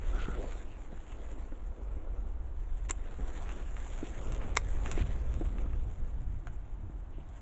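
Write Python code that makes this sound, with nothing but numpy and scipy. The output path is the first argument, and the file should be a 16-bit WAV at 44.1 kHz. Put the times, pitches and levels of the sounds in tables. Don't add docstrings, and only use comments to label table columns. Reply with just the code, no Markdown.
import sys
import numpy as np
from scipy import signal
from scipy.fft import rfft, irfft
from scipy.io import wavfile
from scipy.ndimage import uniform_filter1d

SR = 44100
rng = np.random.default_rng(int(sys.argv[2]) if len(sys.argv) > 2 else 0)


def master_out(mix):
    frames = np.transpose(np.atleast_2d(mix))
    ceiling = np.clip(frames, -1, 1)
    pcm = np.round(ceiling * 32767).astype(np.int16)
    wavfile.write(sys.argv[1], SR, pcm)


N = 326781
TIME_S = np.arange(N) / SR


def amp(db):
    return 10 ** (np.asarray(db) / 20)


def evened(x):
    return x / np.sqrt(np.mean(x ** 2) + 1e-20)


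def peaked(x):
    return x / (abs(x).max() + 1e-20)


def add(mix, start_s, sound):
    part = mix[max(round(start_s * SR), 0):][:len(sound)]
    part += sound[:len(part)]


def coloured(x, points):
    f_hz, level_db = np.transpose(points)
    axis_hz = np.fft.rfftfreq(len(x), 1 / SR)
    gain_db = np.interp(np.log(axis_hz + 1), np.log(f_hz + 1), level_db, left=-100, right=-100)
    return evened(irfft(rfft(x) * amp(gain_db), len(x)))


def drift(corner_hz):
    lowpass = 1 / (1 + (np.fft.rfftfreq(N, 1 / SR) / corner_hz) ** 4)
    return evened(irfft(rfft(rng.standard_normal(N)) * lowpass, N))


def crackle(per_s, spread_db):
    size = amp(spread_db * np.minimum(rng.exponential(1, N), 4))
    sign = rng.choice([-1., 1.], N)
    slipping = rng.random(N) < per_s / SR
    return evened(size * sign * slipping)


def ring(hz, t60_s):
    t = np.arange(SR // 10) / SR
    return np.sin(2 * np.pi * hz * t) * np.exp(-np.log(1000) * t / max(t60_s, 1e-4))


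def air():
    # crest t/s, half-width to 1/e power/s, relative rumble level/dB, relative buffeting level/dB
    gusts = [(0.15, 0.34, -30, -48.5), (2.199, 1, -35, -59), (3.1, 0.73, -36.5, -51),
             (4.32, 0.043, -36, -38), (4.53, 0.083, -32.5, -41.5), (5.198, 0.79, -30.5, -37),
             (5.95, .65, -37, -44.5), (7.05, 0.47, -47, -46)]
    breeze_db = [-42, -55]
    power = amp(breeze_db)[:, None] ** 2 * np.ones(N)
    for crest_s, width_s, *levels_db in gusts:
        bell = np.exp(-((TIME_S - crest_s) / width_s) ** 2)
        power += amp(levels_db)[:, None] ** 2 * bell
    return np.sqrt(power)


def wind():
    # f/Hz, relative density/dB
    gust_curve = [(9, -4), (22, 2), (32, -3), (46, -2), (56, -5), (85, -19), (200, -55)]
    # f/Hz, relative density/dB
    buffet_curve = [(25, -14), (58, 0), (80, -1), (115, -4), (145, -12), (220, -18), (400, -32), (900, -65)]
    rumble, buffeting = air()
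    gust = coloured(rng.standard_normal(N), gust_curve) * rumble * amp(-1.5)
    lumpy = rng.standard_normal(N) * amp(2.6 * drift(12.0))
    buffet = coloured(lumpy, buffet_curve) * buffeting * amp(-3.5)
    return gust + buffet


def garden():
    # f/Hz, relative density/dB
    murmur_curve = [(71, -37), (120, -7.5), (156, -11), (235, -10), (306, -2), (476, -14), (728, -11),
                    (900, -12), (3100, -32.5), (3770, -37), (4830, -47.5), (7250, -39), (7640, -48.5),
                    (8200, -64), (10700, -87), (18000, -120)]
    rms_db = -60.5
    return coloured(rng.standard_normal(N), murmur_curve) * amp(rms_db)


def swell(start_s, length_s, rise_s, fall_s):
    early_s = np.maximum(start_s - TIME_S, 0)
    late_s = np.maximum(TIME_S - start_s - length_s, 0)
    return np.exp(-early_s / max(rise_s, 1e-3) - late_s / max(fall_s, 1e-3))


def hand():
    # t/s, length/s, relative levels of rubbing/dB, edge fizz/dB, bending/dB
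    strokes = [(0.07, 0.5, -60, -70, -51), (1.079, 0.37, -66.5, -75.5, -59.5), (1.8, 0.46, -78, -86, -54.5),
               (3.063, 0.087, -65.5, -77.5, -56.5), (3.278, 0.32, -61.5, -70, -54.5),
               (3.787, 0.38, -61, -65, -58.5), (4.214, 0.28, -63, -74, -49.5),
               (4.878, 0.1, -56, -64, -47.5), (5.264, 0.38, -75.5, -83.5, -55.5),
               (7.342, .08, -70, -80, -66)]
    reach_s, release_s = 0.057, 0.067
    sway_db, sway_lead_s, sway_s = -4, 0.54, 0.79
    power = np.zeros((3, N))
    for start_s, length_s, *levels_db in strokes:
        touched = swell(start_s, length_s, reach_s, release_s)
        neighbours = amp(sway_db) * swell(start_s, length_s, sway_lead_s, sway_s)
        power += amp(levels_db)[:, None] ** 2 * (touched ** 2 + neighbours ** 2)
    return np.sqrt(power)


def patchy(x, depth_db):
    z = signal.stft(x, nperseg=512)[2]
    field = uniform_filter1d(rng.standard_normal(z.shape), size=8, axis=0)
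    field = evened(uniform_filter1d(field, size=10, axis=1))
    return evened(signal.istft(z * amp(depth_db * field), nperseg=512)[1][:N])


def leaves():
    # f/Hz, relative density/dB
    blade_curve = [(410, -20), (700, 2.5), (896, -1.5), (1260, -4), (1630, -2.5), (2140, -5), (2350, -6.5),
                   (3570, -11.5), (4380, -21.5), (5000, -28.5), (6500, -44), (11000, -120)]
    # f/Hz, relative density/dB
    edge_curve = [(3500, -42), (4800, -27.5), (5700, -11), (6500, -3), (7300, 2), (7800, -6), (8300, -17.5)]
    # f/Hz, relative density/dB
    bend_curve = [(88, -30), (150, -5), (231, -2.5), (435, -4.5), (510, -4), (763, -13), (886, -16.5),
                  (1400, -18.5), (1820, -45.5), (3080, -120)]
    rubbing, fizzing, bending = hand()
    slips = crackle(per_s=1400, spread_db=4.5) + .8 * rng.standard_normal(N)
    slips = patchy(slips * amp(1.3 * drift(22)), depth_db=2.5)
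    rub = coloured(slips, blade_curve) * rubbing * amp(2.0)
    fizz = coloured(slips * amp(1.6 * drift(19)), edge_curve) * fizzing
    bends = crackle(per_s=400, spread_db=2.5) + 1.2 * rng.standard_normal(N)
    bends = patchy(bends * amp(0.41 * drift(7)), depth_db=2.03)
    bend = coloured(bends, bend_curve) * bending * amp(-0.95)
    return rub + fizz + bend


def slides():
    # t/s, length/s, f/Hz, relative width/Hz, rms level before the fades/dB
    drags = [(0.105, 0.23, 1375, 150, -50.5), (0.31, 0.05, 1340, 153, -50.5),
             (0.173, 0.095, 2670, 1270, -53.5), (0.362, .11, 473, 197, -44), (3.175, 0.086, 235, 201, -48),
             (3.439, 0.098, 1280, 1540, -55), (4.391, 0.066, 1380, 1430, -52.5),
             (4.959, 0.081, 2190, 1320, -49), (7.116, 0.12, 2790, 593, -73)]
    out, axis_hz = np.zeros(N), np.fft.rfftfreq(N, 1 / SR)
    for start_s, length_s, hz, width_hz, rms_db in drags:
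        slips = rfft(crackle(per_s=1400, spread_db=0.5))
        resonance = 1 / (1 + ((axis_hz - hz) / (1.24 * width_hz)) ** 2) ** 2
        voice = irfft(slips * resonance, N)[:int(length_s * SR)]
        fades = signal.windows.tukey(len(voice), .5)
        add(out, start_s, amp(rms_db) * evened(voice) * fades)
    return out


def snap(treble_db):
    # f/Hz, relative density/dB
    snap_curve = [(130, -23), (330, -11.5), (1100, 3.5), (2000, 0.5), (2700, 1.5), (3150, -5.5),
                  (3800, -7.5), (4700, -19), (5400, -16), (6600, -7.5), (7500, -5.5), (8300, -25.5)]
    f_hz, level_db = np.transpose(snap_curve)
    axis_hz = abs(np.fft.fftfreq(2048, 1 / SR))
    gain_db = np.interp(axis_hz, f_hz, level_db, left=-35, right=-60)
    gain_db += (treble_db + 20.5) * np.interp(axis_hz, [2200, 5500], [0, 1])
    spectrum = np.exp(np.conj(signal.hilbert(np.log(amp(gain_db)))))
    return np.fft.ifft(spectrum).real[:1024]


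def ticks():
    # t/s, relative peak level/dB, relative treble/dB
    flicks = [(0.2174, -43, -14.5), (1.1223, -44.5, -47), (3.4922, -36.5, -31), (3.7673, -36, -32),
              (4.322, -36, -15), (4.348, -38, -19), (4.8604, -28.5, -32.5), (4.9149, -26, -16.5),
              (5.341, -39.5, -20), (5.456, -44.5, -29), (5.5844, -39.5, -36.5), (5.733, -43, -55),
              (6.472, -42.5, -26), (7.29, -58, -7)]
    out, t = np.zeros(N), np.arange(SR // 30) / SR
    for start_s, peak_db, treble_db in flicks:
        skid = .04 * rng.standard_normal(len(t)) * np.exp(-t / .004)
        release = skid + (t == 0)
        tick = signal.fftconvolve(release, snap(treble_db + 2.0))
        add(out, start_s, amp(peak_db + 1.5) * peaked(tick))
    return out


def flaps():
    # t/s, relative peak level/dB, main mode f/Hz
    leaf_flaps = [(0.283, -26, 184), (0.395, -44, 440), (0.443, -32, 460), (0.927, -35.5, 177),
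                  (1.382, -41.5, 317), (1.522, -35, 286), (2.903, -35.5, 357), (3.196, -34, 236),
                  (4.029, -27.5, 300), (4.976, -26, 341), (5.004, -29, 182), (5.411, -26.5, 340),
                  (5.659, -33.5, 186), (6.897, -38, 177), (7.182, -40.5, 292)]
    # f/Hz, relative density/dB
    slap_curve = [(120, -10), (400, 12), (800, -2), (1500, -8), (2500, -25.5), (4000, -50.5)]
    out, t = np.zeros(N), np.arange(SR // 30) / SR
    for start_s, peak_db, hz in leaf_flaps:
        note = ring(hz, 0.037) - 0.3 * ring(hz * 2.1, 0.025) + 0.1 * ring(hz * 0.17, 0.011)
        add(out, start_s, amp(peak_db - 1.5) * peaked(note))
        landing = np.exp(-t / 0.0043) * (1 - np.exp(-t / 0.00068))
        slap = coloured(rng.standard_normal(len(t)), slap_curve) * landing
        add(out, start_s, amp(peak_db - 9.5) * peaked(slap))
    return out


def steel():
    # f/Hz, relative level/dB, t60/s
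    modes = [(430, -8, .012), (1060, 1, .011), (2140, -1, .016), (2420, -10, .016), (3650, -9, .007),
             (5400, -5, .007), (6100, -11, .008), (7420, -12, .009)]
    return peaked(sum((-1) ** k * amp(level_db) * ring(hz, t60_s)
                      for k, (hz, level_db, t60_s) in enumerate(modes)))


def scissors():
    # t/s, relative crack peak/dB, relative treble/dB, steel ring peak/dB
    contacts = [(2.888, -45, -12, -55), (2.898, -31, -15, -33), (2.9082, -26, -11, -29),
                (4.555, -37, -7, -42), (4.5668, -33, -16, -26), (4.5711, -17.5, -12, -11.8),
                (4.578, -38, -20, -31)]
    # t/s, length/s, rms level/dB
    shears = [(2.892, .010, -46), (2.911, .007, -48), (4.562, .005, -47), (4.5667, .007, -34)]
    # t/s, length/s, f/Hz, peak level/dB
    squeaks = [(2.9086, .003, 7350, -21), (4.5715, .0032, 7400, -28)]
    out = np.zeros(N)
    for start_s, crack_db, treble_db, ring_db in contacts:
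        add(out, start_s, amp(crack_db - 0.5) * peaked(snap(treble_db)))
        add(out, start_s, amp(ring_db) * steel())
    fibre = snap(treble_db=-15.0)
    fibre = fibre / np.linalg.norm(fibre)
    for start_s, length_s, rms_db in shears:
        tearing = rng.standard_normal(int(length_s * SR))
        add(out, start_s, amp(rms_db) * signal.fftconvolve(tearing, fibre))
    for start_s, length_s, hz, peak_db in squeaks:
        t = np.arange(int(length_s * SR)) / SR
        add(out, start_s, amp(peak_db) * np.sin(2 * np.pi * hz * t) * np.hanning(len(t)))
    return out


def taps():
    # t/s, relative peak level/dB, main mode f/Hz
    twig_taps = [(6.471, -31, 1500)]
    out = np.zeros(N)
    for start_s, peak_db, hz in twig_taps:
        knock = ring(hz, 0.011) - 0.54 * ring(670, 0.016)
        knock += -0.29 * ring(3600, 0.0013) + 0.13 * ring(6800, 0.0068)
        add(out, start_s, amp(peak_db - 3.5) * peaked(knock))
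    return out


def fence(x, wet_db, t60_s):
    t = np.arange(SR // 4) / SR
    reflecting = (rng.random(len(t)) < 4000 / SR) * (t > .002)
    reflections = rng.standard_normal(len(t)) * reflecting
    fast = np.exp(-np.log(1000) * t / t60_s)
    slow = amp(-20) * np.exp(-np.log(1000) * t / .2)
    tail = reflections * (fast + slow)
    return x + amp(wet_db) * signal.fftconvolve(x, tail / np.linalg.norm(tail))[:N]


def scene():
    snips = fence(scissors(), wet_db=-16, t60_s=.045)
    impacts = fence(ticks() + flaps() + taps(), wet_db=-4.5, t60_s=0.036)
    foliage = impacts + leaves() + slides()
    return (snips + foliage + wind() + garden())[None]


def record(dry):
    edge_hz = 8050
    lowpass = signal.firwin(301, edge_hz, window=("kaiser", 8), fs=SR)
    return signal.oaconvolve(dry, lowpass[None], "same")


dry = scene()
out = record(dry)
master_out(out)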